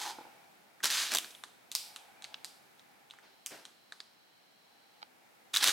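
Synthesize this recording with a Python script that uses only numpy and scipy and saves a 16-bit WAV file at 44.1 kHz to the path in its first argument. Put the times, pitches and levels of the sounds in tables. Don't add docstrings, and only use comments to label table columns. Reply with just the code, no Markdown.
import sys
import numpy as np
from scipy import signal
from scipy.io import wavfile
from scipy.ndimage import uniform_filter1d

SR = 44100
rng = np.random.default_rng(int(sys.argv[2]) if len(sys.argv) > 2 else 0)


def master_out(mix):
    frames = np.transpose(np.atleast_2d(mix))
    ceiling = np.clip(frames, -1, 1)
    pcm = np.round(ceiling * 32767).astype(np.int16)
    wavfile.write(sys.argv[1], SR, pcm)


N = 252430
TIME = np.arange(N) / SR
TREBLE_LIMIT_HZ = 16100
# f/Hz, width/Hz, level/dB
TABLE_MODES = [(200, 61, -38), (313, 52, 0), (526, 500, 2.5), (760, 410, 2)]


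def amp(db):
    return 10 ** (np.asarray(db) / 20)


def unit_rms(x):
    return x / np.sqrt(np.mean(x ** 2) + 1e-20)


def unit_energy(x):
    return x / np.sqrt(np.sum(x ** 2) + 1e-20)


def value_at(points, hz):
    f, value = np.transpose(points)
    return np.interp(np.log(hz + 1), np.log(f + 1), value)


def add(mix, s, sound):
    part = mix[..., max(round(s * SR), 0):][..., :sound.shape[-1]]
    part += sound[..., :part.shape[-1]]


def swell(start, length, rise_s, fall_s):
    age = TIME - start
    rise = np.sin(np.pi / 2 * np.clip(age / rise_s, 0, 1)) ** 2
    return rise * np.exp(-np.maximum(age - length, 0) / fall_s)


def click_of(spectrum, size=2048):
    hz = abs(np.fft.fftfreq(size, 1 / SR))
    log_gain = np.log(amp(value_at(spectrum, hz)))
    bins = np.exp(np.conj(signal.hilbert(log_gain)))
    return np.fft.ifft(bins).real[:size // 2]


def colour(x, spectrum):
    return unit_rms(signal.oaconvolve(x, click_of(spectrum)[None], axes=1)[:, :N])


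def resonate(x, modes):
    return unit_rms(sum(amp(db) * signal.lfilter(*signal.iirpeak(hz, hz / width, SR), x)
                        for hz, width, db in modes))


def noise(side_db):
    mid, side = rng.standard_normal((2, N))
    return unit_rms(np.array([mid + amp(side_db) * side, mid - amp(side_db) * side]))


def murmur(modes, side_db):
    wider = [(hz, 2 * width, 0) for hz, width, db in modes]
    return resonate(resonate(noise(side_db), modes), wider)


def background(hiss_db=-5):
    # f/Hz, level/dB
    murk = [(25, -19), (60, -16.5), (120, -4.5), (220, 0), (420, -2.5), (600, -1.5), (790, 2.5),
            (1050, -4.5), (1500, -3), (2300, -5), (4000, -16), (8000, -33.5)]
    hiss = [(1000, -22), (2400, -4.5), (3800, 3.5), (6500, -1.5), (10000, -2.5), (13500, -3), (16000, -4)]
    # t/s, level/dB
    tone_levels = [(0, -58), (.7, -64), (2.4, -62), (3.3, -65), (4.4, -67), (5.5, -63.5)]
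    # start/s, length/s, level/dB
    hum_swells = [(-.2, 0.46, -59), (1.7, 0.65, -63), (2.803, 0.29, -70.5), (4.54, 0.87, -74)]
    # f/Hz, width/Hz, level/dB
    hum_modes = [(824, 167, -1.5), (1390, 420, -14), (2226, 220, -13)]
    air = colour(noise(side_db=0.5), murk) + amp(hiss_db) * colour(noise(side_db=-2.0), hiss)
    air_gain = amp(np.interp(TIME, *np.transpose(tone_levels)))
    hum_gain = sum(amp(db) * swell(start, length, rise_s=0.19, fall_s=0.21)
                   for start, length, db in hum_swells)
    return air_gain * air + hum_gain * murmur(hum_modes, side_db=-5.0)


def friction(spread_db, slips_per_s=3400, smooth_db=-5.0):
    sizes = amp(spread_db * np.minimum(rng.exponential(1, N), 4))
    slipping = rng.random(N) < slips_per_s / SR
    slips = unit_rms(sizes * slipping * rng.choice([-1, 1], N))
    return slips + amp(smooth_db) * noise(side_db=-11)


def slide(moves, modes, spread_db, rise_share=0.26):
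    # f/Hz, level/dB
    rub_spectrum = [(80, -65), (400, -33.5), (800, -13.5), (1200, -7), (1600, -2.5), (2050, -5.5),
                    (2700, -4.5), (3600, -0.5), (4500, -1.5), (5800, -4), (7500, -24)]
    fizz_spectrum = [(300, -49), (4000, -18.5), (6200, 11), (8500, 0.5), (11000, -4.5), (14000, -11.5),
                     (16000, -24)]
    rub, fizz, push = sum(amp(levels)[:, None] * swell(start, length, rise_share * length, fall_s=0.019)
                          for start, length, *levels in moves)
    slips = friction(spread_db)
    surface = rub * colour(slips, rub_spectrum) + fizz * colour(slips, fizz_spectrum)
    return surface + push * murmur(modes, side_db=-20.5)


def box_slides():
    # start/s, length/s, rub/dB, fizz/dB, push on the box/dB
    moves = [(-.015, 0.051, -42, -44.5, -47.5), (.045, 0.059, -45, -50, -44.5)]
    # f/Hz, width/Hz, level/dB
    modes = [(828, 108, 7), (923, 33, -14), (396, 150, -9)]
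    return slide(moves, modes, spread_db=4.0)


def knocks(blows, modes, contact_s, left_db, left_lag_s=0):
    t = np.arange(4096) / SR
    ring = sum(amp(db - 60 * t / t60) * np.sin(2 * np.pi * hz * t) for hz, db, t60 in modes)
    ring = unit_energy(ring * (1 - np.exp(-t / contact_s)))
    out = np.zeros((2, N))
    for s, db in blows:
        add(out[0], s + left_lag_s, amp(db + left_db) * ring)
        add(out[1], s, amp(db) * ring)
    return out


def box_rocks():
    # t/s, energy/dB
    blows = [(.1853, -19.5), (.2085, -25), (.2515, -27), (.267, -29)]
    # f/Hz, level/dB, time to fade by 60 dB/s
    modes = [(327, 0.5, 0.023), (478, -2.5, 0.026), (866, 4, 0.022), (964, -4, 0.01), (1420, -11, 0.033)]
    return knocks(blows, modes, contact_s=0.0023, left_db=1.5)


def ping(hz, decay_s, size=512):
    t = np.arange(size) / SR
    envelope = t * np.exp(-t / decay_s)
    wave = np.sin(2 * np.pi * hz * t)
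    return envelope * (wave - np.average(wave, weights=envelope))


def film_ring(hz, decay_s, overtone_ratio=1.41, overtone_db=-9):
    return ping(hz, decay_s) + amp(overtone_db) * ping(overtone_ratio * hz, 0.65 * decay_s)


def crack(energy_db, soft_edge_hz=9500, soft_db=-28, db_per_octave=24, size=512):
    # f/Hz, level/dB
    spectrum = [(80, -78), (500, -19), (3000, -4), (5500, 4.5), (6700, 3), (8000, 3.5), (9800, -2),
                (12500, -4.5), (16000, -8)]
    octaves_up = max(energy_db - soft_db, 0) / db_per_octave
    edge_hz = min(soft_edge_hz * 2 ** octaves_up, TREBLE_LIMIT_HZ)
    return signal.sosfilt(signal.butter(4, edge_hz, fs=SR, output="sos"), click_of(spectrum)[:size])


def crease_snaps(tray_hz=1707, ring_s=0.00027, knock_s=0.00039, flutter_s=0.0015, blur=0.45, size=512):
    # t/s, film ring energy/dB, film f/Hz, tray knock over ring/dB, crack over ring/dB
    flips = [(0.804, -44, 2930, 18, 3), (.8373, -12, 3550, 2, -1), (0.843, -6, 4170, -9, 1),
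             (0.8556, -9.5, 5470, -0.5, 4.5), (0.8573, -18, 3960, -1, 7), (0.9027, -8.5, 4660, -5, -0.5),
             (0.9087, -18, 4390, -4, 9), (1.1188, -10, 2570, -6, -0.5), (1.138, -12, 4240, -2, 5),
             (1.1494, -16, 5200, 4, 14), (1.1531, -17, 4310, 1, 5), (1.158, -8, 3500, -23, 3),
             (1.171, -6, 3960, -22, -1.5), (1.1853, -5, 3370, -21, -0.5), (1.245, -22.5, 4370, -1, -7),
             (1.3071, -28, 3560, -18, 0), (1.3492, -24.5, 3280, -25, -8), (1.4373, -20, 3950, 0, -4),
             (1.7165, -18, 4400, -14, 2.5), (1.7513, -6, 5260, -19, 3), (1.9612, -18.5, 3700, -8, -2.5),
             (2.2226, -27, 4030, -7, -2), (2.2428, -17, 4200, -22, -7.5), (2.247, -23.5, 2300, -20, -18),
             (2.3428, -14.5, 3400, -10.5, -34), (2.4457, -18, 4870, -6.5, 1), (2.795, -32.5, 3780, -11, -7),
             (3.1008, -32, 3600, -12, -8), (3.1092, -22, 3620, -18, -13), (3.1372, -43, 2980, 11, 1),
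             (3.1871, -44, 2800, 14, 2), (3.4617, -18.5, 3460, -26, 7), (3.6528, -23.5, 3930, -8, -3.5),
             (3.9224, -22, 4070, 2, -8.5), (4.0032, -18.5, 4500, -9, -17), (5.5411, -6, 3880, -12.5, -7.5),
             (5.5456, -9, 3730, -8, -16), (5.5513, -13, 3400, -12, 5.5), (5.5627, -1, 3860, -9, -5.5),
             (5.5702, 0.5, 3940, -17, -4.5), (5.5814, -21, 3850, -16, 8), (5.642, -3, 3000, -8, 3),
             (5.6748, -2, 3620, -19, -1.5), (5.6826, -2.5, 3430, -9, -4), (5.6923, -5.5, 3860, -2, -5),
             (5.7214, 3.5, 5040, -12.5, -5.5)]
    # start/s, end/s
    covered = [(.82, 1.2), (5.5, 5.73)]
    room_shares = amp([-3, -5, -2.5])
    t = np.arange(size) / SR
    direct, to_room = np.zeros((2, N)), np.zeros((1, N))
    for s, db, ring_hz, knock_db, crack_db in flips:
        levels = amp(db + np.array([0, knock_db, crack_db]))
        treble = crack(db + crack_db)
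        parts = film_ring(ring_hz, ring_s), ping(tray_hz, knock_s), treble
        shared, apart = rng.standard_normal((2, size))
        for channel, sign in enumerate((1, -1)):
            flutter = 0.26 * (shared + sign * 0.25 * apart) * np.exp(-t / flutter_s)
            kick = (t == 0) + flutter
            rung = [unit_energy(np.convolve(kick, part)[:size]) for part in parts]
            add(direct[channel], s, levels @ rung)
        parts = film_ring(ring_hz, blur * ring_s), ping(tray_hz, blur * knock_s), treble
        shield_db = -7.5 * any(start < s < end for start, end in covered)
        sharpness_db = 0.29 * min(crack_db, 3)
        sent = levels * room_shares * amp(shield_db + sharpness_db)
        blurred = unit_energy(sent @ [unit_energy(part) for part in parts])
        add(to_room[0], s, np.linalg.norm(sent) * blurred)
    return direct, to_room


def pack_slides():
    # start/s, length/s, rub/dB, fizz/dB, push on the table/dB
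    moves = [(.827, 0.044, -33.5, -35.5, -50.5), (.885, 0.15, -33.5, -37.5, -57.5),
             (1.04, 0.093, -42, -48.5, -60), (1.11, 0.044, -40.5, -45.5, -51),
             (5.531, 0.045, -35, -37, -62), (5.60, .038, -34.5, -47, -53.5),
             (5.624, 0.009, -27.5, -32.5, -54), (5.648, 0.047, -30.5, -32.5, -46.5)]
    return slide(moves, TABLE_MODES, spread_db=2)


def table_bumps(rise_s=0.003):
    # t/s, level/dB, decay time/s
    blows = [(0.836, -36, 0.011), (1.129, -47, 0.0087), (1.147, -30, 0.0075), (5.689, -40, 0.0098)]
    shake = np.zeros(N)
    for s, db, decay_s in blows:
        age = np.maximum(TIME - s, 0)
        shake += amp(db) * (1 - np.exp(-age / rise_s)) * np.exp(-age / decay_s)
    return shake * resonate(noise(side_db=-23.0), TABLE_MODES)


def focus_motor(slowing=0.065, jitter=0.005):
    # middle/s, half length/s, top step rate/Hz, level/dB
    runs = [(1.354, 0.092, 1535, -59), (3.976, .08, 1390, -71)]
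    # multiple of the step rate, level/dB
    tones = [(6, -12), (7, -7), (8, -11), (9, -17)]
    out = np.zeros(N)
    for middle, half_length, top_hz, db in runs:
        away = ((TIME - middle) / half_length) ** 2
        waver = jitter * unit_rms(uniform_filter1d(rng.standard_normal(N), size=200))
        steps = np.cumsum(top_hz * np.exp(-slowing * away) * (1 + waver)) / SR
        whine = sum(amp(tone_db) * np.sin(2 * np.pi * multiple * steps) for multiple, tone_db in tones)
        out += amp(db) * np.exp(-away) * whine
    return out


def hand_brushes():
    # start/s, length/s, level/dB
    touches = [(3.221, 0.016, -60.5), (3.499, 0.042, -50.5)]
    # f/Hz, level/dB
    spectrum = [(70, -21), (170, -6), (300, -1), (750, 1), (1100, -6), (1600, -2), (2500, -6.5), (5000, -8),
                (12000, -38)]
    gain = sum(amp(db) * swell(start, length, rise_s=0.015, fall_s=0.075) for start, length, db in touches)
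    return gain * colour(noise(side_db=-8.5), spectrum)


def zoom_motor(start_s=3.23, end_s=5.05, level_db=-70.5):
    # f/Hz, width/Hz, level/dB
    modes = [(4030, 220, 10.5), (4430, 200, -3), (5290, 140, 3), (3200, 580, 7)]
    running = swell(start_s, end_s - start_s, rise_s=0.033, fall_s=0.027)
    return amp(level_db) * running * murmur(modes, side_db=-1.5)


def zoom_lever():
    # t/s, energy/dB
    clicks = [(5.0185, -27.5), (5.0281, -16)]
    # f/Hz, level/dB, time to fade by 60 dB/s
    modes = [(850, -6.5, 0.025), (1380, 0.5, 0.011), (2250, 0.5, 0.007), (3140, -6.5, 0.012),
             (4100, 0.5, 0.0073), (4500, 6.5, 0.0045)]
    return knocks(clicks, modes, contact_s=0.00091, left_db=-3.5, left_lag_s=0.00031)


def room(x, tail_db=-4.0, side_db=-8, build_s=0.0053, scatter_s=0.0005, size=26000):
    # f/Hz, time to fade by 60 dB/s
    fade_times = [(300, 1), (800, 0.72), (2100, 0.56), (5500, 0.49), (8000, 0.4756), (11000, 0.61),
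                  (15000, 0.5)]
    # f/Hz, level/dB
    spectrum = [(120, -2), (300, -3), (1000, -4.5), (2500, -0.5), (5000, 0), (6500, -1.5), (8000, -1.5),
                (11000, -0.5), (15000, -1.5)]
    # delay/s, energy/dB
    echoes = [(.006, -14), (.0074, -8), (.011, -12.5), (.016, -15)]
    mid, side = rng.standard_normal((2, size))
    wash = np.array([mid + amp(side_db) * side, mid - amp(side_db) * side])
    hz, t, bands = signal.stft(wash, SR, nperseg=256)
    fade_db = value_at(spectrum, hz)[:, None] - 60 * t / value_at(fade_times, hz)[:, None]
    tail = signal.istft(bands * amp(fade_db), SR, nperseg=256)[1]
    age = np.arange(tail.shape[1]) / SR
    tail *= 1 - np.exp(-(age / build_s) ** 2)
    tail = amp(tail_db) * tail / np.linalg.norm(tail[0])
    for s, db in echoes:
        burst = rng.standard_normal(len(age)) * np.exp(-age / scatter_s)
        add(tail, s, amp(db) * unit_energy(burst))
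    return signal.fftconvolve(x, tail, axes=1)[:, :N]


def scene(rustle_room_db=-6, balance_db=0.4):
    rustle = box_slides() + pack_slides() + box_rocks() + table_bumps()
    snaps, snaps_to_room = crease_snaps()
    handling = rustle + snaps + room(snaps_to_room + amp(rustle_room_db) * rustle)
    handling *= amp([[-balance_db], [balance_db]])
    return handling + hand_brushes() + background() + zoom_motor() + zoom_lever() + focus_motor()


def record(dry, low_cut_hz=85):
    thinned = signal.sosfilt(signal.butter(2, low_cut_hz, "highpass", fs=SR, output="sos"), dry)
    treble_cut = signal.firwin(401, TREBLE_LIMIT_HZ, window=("kaiser", 8), fs=SR)
    return signal.oaconvolve(thinned, treble_cut[None], "same")


dry = scene()
out = record(dry)
master_out(out)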